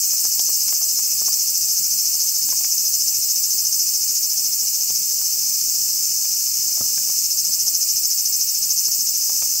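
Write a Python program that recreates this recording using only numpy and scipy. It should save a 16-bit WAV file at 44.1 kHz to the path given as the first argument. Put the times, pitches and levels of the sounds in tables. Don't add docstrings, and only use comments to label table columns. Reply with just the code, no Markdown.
import sys
import numpy as np
from scipy import signal
from scipy.fft import rfft, irfft, next_fast_len
from scipy.io import wavfile
from scipy.ndimage import uniform_filter1d, map_coordinates

SR = 44100
rng = np.random.default_rng(int(sys.argv[2]) if len(sys.argv) > 2 else 0)


def unload_audio(sound):
    columns = np.transpose(np.atleast_2d(sound))
    steps = np.round(np.clip(columns, -1, 1) * 32767)
    wavfile.write(sys.argv[1], SR, steps.astype(np.int16))


def natural_amplitude(level_db):
    exponent = np.asarray(level_db, float) / 20
    return 10 ** exponent


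N = 423360

# [t/s, abdomen swings per s]
SWING_PACE = [(0, 13.91), (1, 13.71), (2.5, 13.82), (5.3, 13.97), (6.9, 14.45), (7.3, 13.85), (7.7, 13.58),
              (9.25, 15)]
# [t/s, low notes 0-1, high notes 0-1]
SINGER_EFFORT = [(0, .72, .75), (1.4, .72, .62), (3.7, .8, .62), (5.2, .62, .52), (7.1, .55, .45),
                 (7.3, .9, .4), (7.8, .88, .6), (9, .78, .72), (9.3, .6, .55)]
# [t/s, low notes 0-1, high notes 0-1]
NEIGHBOUR_EFFORT = [(0, .1, .1), (4.6, .15, .15), (5.4, .45, .25), (7.15, .48, .4), (7.3, 0, .2),
                    (9.1, .1, 0), (9.3, .52, .3)]
# [f/Hz, level/dB, t60/s]
LOW_MODES = [(5140, -15.5, 0.0097), (5413, -12.5, 0.011), (5920, -15, 0.0087), (6212, -16.5, 0.01)]
# [low f/Hz, high f/Hz, low level/dB, high level/dB, t60/s]
GLIDING_MODES = [(5836, 8100, -12.5, -15, 0.0068), (6495, 8700, -14, -19, 0.0075),
                 (11310, 15200, -10, -8.5, 0.0048), (12120, 15770, -11.5, -1.5, 0.0054)]
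# [f/Hz, level/dB, t60/s]
BUZZER_MODES = [(4946, -28, 0.0078), (7050, -24, 0.0045), (8690, -27.5, 0.0069)]
# [f/Hz, level/dB]
BODY_RADIATION = [(3000, -60), (3700, -3), (4600, 3.5), (8700, 2.5), (9800, 3.5), (11200, -2.5)]
# [f/Hz, t60/s]
YARD_DECAY = [(500, 0.19), (5000, 0.076), (15000, 0.19)]
FAR_BUCKLE_RATES = [163, 187, 204]
# [t/s, body level/dB, fizz level/dB]
CHORUS_LEVELS = [(0, -23, -24.5), (5, -25, -26), (6.5, -25.5, -27.5), (7.2, -24.5, -26.5),
                 (9.6, -25.5, -27)]
# [f/Hz, level/dB per Hz]
BODY_SPECTRUM = [(2060, -51), (3500, -38), (3840, -37), (4230, -13.5), (4990, -3), (6100, 0.5),
                 (8230, -4.5), (9620, -24), (10500, -23), (13600, -19), (22000, -120)]
# [f/Hz, level/dB per Hz]
FIZZ_SPECTRUM = [(5600, -50), (9300, -16), (10000, -11), (11400, -1), (12400, 0), (13400, -1), (15900, 0)]
# [f/Hz, level/dB per Hz]
UNDERTONE_SPECTRUM = [(1120, -45), (1900, -15), (2270, -7), (2470, 0), (2690, -1), (2940, -1), (3000, -5),
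                      (3140, -6), (3180, -9), (3350, -10), (3800, -6), (4940, -36), (8360, -120)]
# [f/Hz, correlation]
STEREO_LIKENESS = [(60, 0.41), (130, 0.39), (290, 0.29), (640, 0.49), (1410, 0.67), (3100, 0.91),
                   (6820, 0.68), (15000, 0.77)]
# [f/Hz, level/dB]
FAR_MACHINE = (99, -67)
# [f/Hz, level/dB per Hz]
AIR_SPECTRUM = [(13, -36), (22, 5), (103, 4), (202, 1.5), (353, -2.5), (762, -4.5), (823, -8.5),
                (1160, -11), (1560, -13), (1850, -13.5), (2200, -10), (2860, -4.5), (4840, -120)]
# [t/s, level/dB, strongest f/Hz, snap level/dB over the knock]
FOOD_CLICKS = [(0.131, -30, 955, -6), (0.252, -24.5, 810, -9), (0.395, -23.5, 627, 6),
               (0.492, -28, 754, -10), (0.684, -30, 1770, 1), (0.726, -23, 1210, -2),
               (0.813, -27.5, 775, -10), (0.99, -28.5, 1200, -7), (1.216, -22.5, 660, -11),
               (1.283, -23, 926, -14), (1.324, -32, 1480, -8), (2.15, -29.5, 649, -6),
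               (2.487, -30, 1140, -4), (2.525, -24.5, 1110, -8), (2.61, -31, 616, 3),
               (2.646, -27.5, 1670, 4), (4.904, -26.5, 560, 1), (5.216, -32.5, 1320, -5),
               (6.775, -27, 563, -15), (6.809, -22, 714, -13), (6.978, -26.5, 1600, -14),
               (7.094, -29, 641, -12), (7.492, -29, 552, -13), (7.672, -32, 829, -3),
               (8.884, -32.5, 670, -10), (9.297, -23.5, 630, -9), (9.422, -20, 980, -1)]
# [f/Hz, level/dB, t60/s]
BOARD_MODES = [(752, -4.5, 0.013), (997, -4, 0.0086), (1195, -5, 0.014), (1540, -10.5, 0.02),
               (2290, -2, 0.013)]
# [t/s, level/dB]
PAW_LANDINGS = [(1.217, -35), (1.801, -32), (4.904, -27), (6.809, -21.5), (6.976, -36), (7.492, -32),
                (8.884, -36)]

FIRST_SWING = 0.48
RISE_LAG, FALL_LOSS_DB = 0.031, 5.5
RIB_GAP_S = 0.0007
UNDERTONE_DB, AIR_DB = -51.5, -49.5
CRACK_GAP_S, CRACK_LOSS_DB = 0.004, 4
BOARD_SCATTER = 0.07
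DRY_DB, DRY_T60_S = 1, 0.0018
LEFT_DB, LEFT_PER_SNAP_DB = 0, -0.5
PAW_HZ, PAW_T60_S = 170, 0.01
SETTLE_S, SETTLE_LOSS_DB = 0.0124, 6.5
TOP_HZ = 15750


def unit(x):
    return x / np.sqrt(np.mean(x ** 2) + 1e-20)


def along(points, hz):
    f, value = np.transpose(points)
    return np.interp(np.log(hz + 1), np.log(f + 1), value)


def curves(rows, s):
    when, *columns = np.transpose(rows)
    return [np.interp(s, when, column) for column in columns]


def filtered(x, response):
    size = next_fast_len(N + SR // 2)
    return irfft(rfft(x, size) * response(np.fft.rfftfreq(size, 1 / SR)), size)[..., :N]


def rings(s, hz, gain, t60, size, attack=1e-5):
    at = (s * SR).astype(int)[:, None] + 1 + np.arange(size)
    t = at / SR - s[:, None]
    envelope = gain[:, None] * natural_amplitude(-60 * t / t60) * (1 - np.exp(-t / attack))
    wave = envelope * np.sin(2 * np.pi * hz[:, None] * t)
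    return np.bincount(at.ravel(), wave.ravel(), N + SR)[:N]


def buckles(rate_hz, gap, jitter_s, drift_s, scatter_db):
    cycle = (np.arange(2500)[:, None] + [0, gap]).ravel()
    chance = rng.standard_normal((cycle.size, 3))
    drift = map_coordinates(rng.standard_normal(80), [cycle / 40])
    s = np.abs(cycle / rate_hz + jitter_s * chance[:, 0] + drift_s * drift)
    keep = s < N / SR
    return s[keep], natural_amplitude(scatter_db * chance[keep, 1]), chance[keep, 2]


def swing(s, effort, behind):
    start, rate = np.transpose(SWING_PACE)
    spent = np.clip(s[:, None] - start, 0, np.diff(start, append=N / SR))
    swings = FIRST_SWING - behind + spent @ rate
    turn = 2 * np.pi * (swings - RISE_LAG * np.sin(np.pi * swings) ** 2)
    raised = (1 - np.tanh(1.45 * np.cos(turn)) / np.tanh(1.45)) / 2
    low, high = curves(effort, s)
    return raised, low, high * natural_amplitude(FALL_LOSS_DB * np.minimum(np.sin(turn), 0))


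def singer(effort, behind, rate_hz):
    s, size, detune = buckles(rate_hz, gap=0.4, jitter_s=0.00003, drift_s=0.001, scatter_db=2)
    up, low, high = swing(s, effort, behind)
    out = np.zeros(N)
    for rib, (hz, db, t60) in enumerate(LOW_MODES):
        gain = natural_amplitude(db) * size * low * (1 - up)
        out += rings(s + rib * RIB_GAP_S, hz * (1 + 0.0067 * detune), gain, t60, size=800, attack=0.00082)
    strength = size * (low + (high - low) * up)
    for rib, (low_hz, high_hz, low_db, high_db, t60) in enumerate(GLIDING_MODES):
        hz = (low_hz + (high_hz - low_hz) * up) * (1 + 0.012 * detune)
        gain = strength * natural_amplitude(low_db + (high_db - low_db) * up)
        out += rings(s + rib * RIB_GAP_S, hz, gain, t60, size=300, attack=0.0005)
    return out


def buzzer():
    s, size, detune = buckles(rate_hz=200, gap=0.47, jitter_s=0.00002, drift_s=0.0005, scatter_db=2.3)
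    return sum(rings(s, hz * (1 + 0.033 * detune), natural_amplitude(db) * size, t60, size=300, attack=0.00043)
               for hz, db, t60 in BUZZER_MODES)


def yard(x):
    noise = rng.standard_normal((2, SR // 4))
    hz, t, z = signal.stft(noise, SR, nperseg=256)
    decay = natural_amplitude(-60 * t / along(YARD_DECAY, hz)[:, None])
    tail = signal.istft(z * decay, SR, nperseg=256)[1]
    return signal.fftconvolve(x, tail / np.linalg.norm(tail[0]), axes=1)[:, :N]


def strands(share):
    echoes = 0
    for rate in FAR_BUCKLE_RATES:
        s, size, _ = buckles(rate, gap=0.45, jitter_s=0.000008, drift_s=0.0007, scatter_db=1.2)
        clicks = np.bincount((s * SR).astype(int), size, N)
        echoes = echoes + yard(clicks[None])
    return np.sqrt(share) * unit(echoes) + np.sqrt(1 - share) * rng.standard_normal((2, N))


def rush(spectrum, patchy_db, source):
    z = signal.stft(source, nperseg=512)[2]
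    across_hz = uniform_filter1d(rng.standard_normal(z.shape[1:]), 3, 0)
    patches = unit(uniform_filter1d(across_hz, 8, 1))
    pair = signal.istft(z * natural_amplitude(patchy_db * patches), nperseg=512)[1][:, :N]

    def mid_side_response(hz):
        angle = np.arccos(np.clip(along(STEREO_LIKENESS, hz), -1, 1)) / 2
        return natural_amplitude(along(spectrum, hz)) * [np.cos(angle), np.sin(angle)]

    mid, side = filtered(pair, mid_side_response)
    return unit(np.array([mid + side, mid - side]))


def chorus():
    s = np.arange(N) / SR
    body_db, fizz_db = curves(CHORUS_LEVELS, s)
    up, low, _ = swing(s, SINGER_EFFORT, behind=0)
    far = strands(share=0.45)
    body = natural_amplitude(body_db) * rush(BODY_SPECTRUM, 2.3, far)
    fizz = natural_amplitude(fizz_db) * rush(FIZZ_SPECTRUM, 2.1, far)
    undertone = natural_amplitude(UNDERTONE_DB + 3.5 * low * (0.5 - up)) * rush(UNDERTONE_SPECTRUM, 1.5, far)
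    return body + fizz + undertone


def hum():
    mean_hz, mean_db = FAR_MACHINE
    waver = map_coordinates(rng.standard_normal(60), [np.arange(N) * 5 / SR])
    phase = 2 * np.pi * np.cumsum(mean_hz + 2.55 * waver) / SR
    return np.sqrt(2) * natural_amplitude(mean_db + 2.6 * waver) * np.sin(phase)


def air():
    return natural_amplitude(AIR_DB) * rush(AIR_SPECTRUM, patchy_db=1.9, source=rng.standard_normal((2, N)))


def boards():
    faint = rng.random((110, 3))
    faint_db = -52 - 2.5 * np.log(faint[:, 1])
    faint_hz = 500 + 1200 * faint[:, 2]
    ticks = np.c_[faint[:, 0] * N / SR, faint_db, faint_hz, np.full(len(faint), -9)]
    s, db, pitch_hz, snap_db = np.r_[FOOD_CLICKS, ticks].T
    spread = rng.standard_normal((len(s), len(BOARD_MODES) + 1, 3, 3))
    out = np.zeros((2, N))
    for side, sign in enumerate((1, -1)):
        level_db = db + sign * (LEFT_DB + LEFT_PER_SNAP_DB * snap_db) / 2
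        for crack in range(3):
            late, snap_shift, louder = spread[:, -1, crack].T
            when = s + crack * CRACK_GAP_S * (1 + 0.5 * np.tanh(late))
            crack_db = level_db - CRACK_LOSS_DB * crack + 1.3 * louder
            for k, (hz, mode_db, t60) in enumerate(BOARD_MODES):
                near_db = -12 * np.abs(np.log2(hz / pitch_hz)) + 2.5 * spread[:, k, crack, 0]
                mode_hz = hz * (1 + BOARD_SCATTER * spread[:, k, 0, 1])
                gain = natural_amplitude(crack_db + mode_db + near_db)
                out[side] += rings(when, mode_hz, gain, t60, size=900, attack=0.00084)
            out[side] += rings(when, 1.5 * pitch_hz, natural_amplitude(crack_db + DRY_DB), DRY_T60_S, size=200)
            snap_hz = 2800 * (1 + 0.2 * snap_shift)
            out[side] += rings(when, snap_hz, natural_amplitude(crack_db + snap_db), 0.003, size=400, attack=0.0001)
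    return out


def paws():
    s, db = np.transpose(PAW_LANDINGS)
    chance = rng.random((len(s), 5, 3))
    out = np.zeros((2, N))
    for side in range(2):
        for k in range(5):
            when = s + k * SETTLE_S * (0.5 + chance[:, k, 0])
            hz = np.full(len(s), PAW_HZ * 0.84 ** k)
            push_db = db - SETTLE_LOSS_DB * k + 13 * (chance[:, k, side + 1] - 0.5)
            out[side] -= rings(when, hz, natural_amplitude(push_db), PAW_T60_S * (1 + k), size=2000)
    return out


def scene():
    near_singer = singer(SINGER_EFFORT, behind=0, rate_hz=170.5)
    neighbour = singer(NEIGHBOUR_EFFORT, behind=0.5, rate_hz=176)
    cicadas = filtered(near_singer + neighbour + buzzer(), lambda hz: natural_amplitude(along(BODY_RADIATION, hz)))
    far = chorus() + hum() + air()
    near = cicadas * natural_amplitude([[0.2], [-0.2]]) + boards() + paws()
    return near + natural_amplitude(-10.5) * yard(near) + far * natural_amplitude([[0.4], [-0.4]])


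def band_limit(x):
    return signal.sosfilt(signal.butter(12, 17100, fs=SR, output="sos"), x)


def record(dry):
    mix = filtered(dry, lambda hz: (hz < TOP_HZ) * hz / (hz + 40))
    return band_limit(mix)


dry = scene()
out = record(dry)
unload_audio(out)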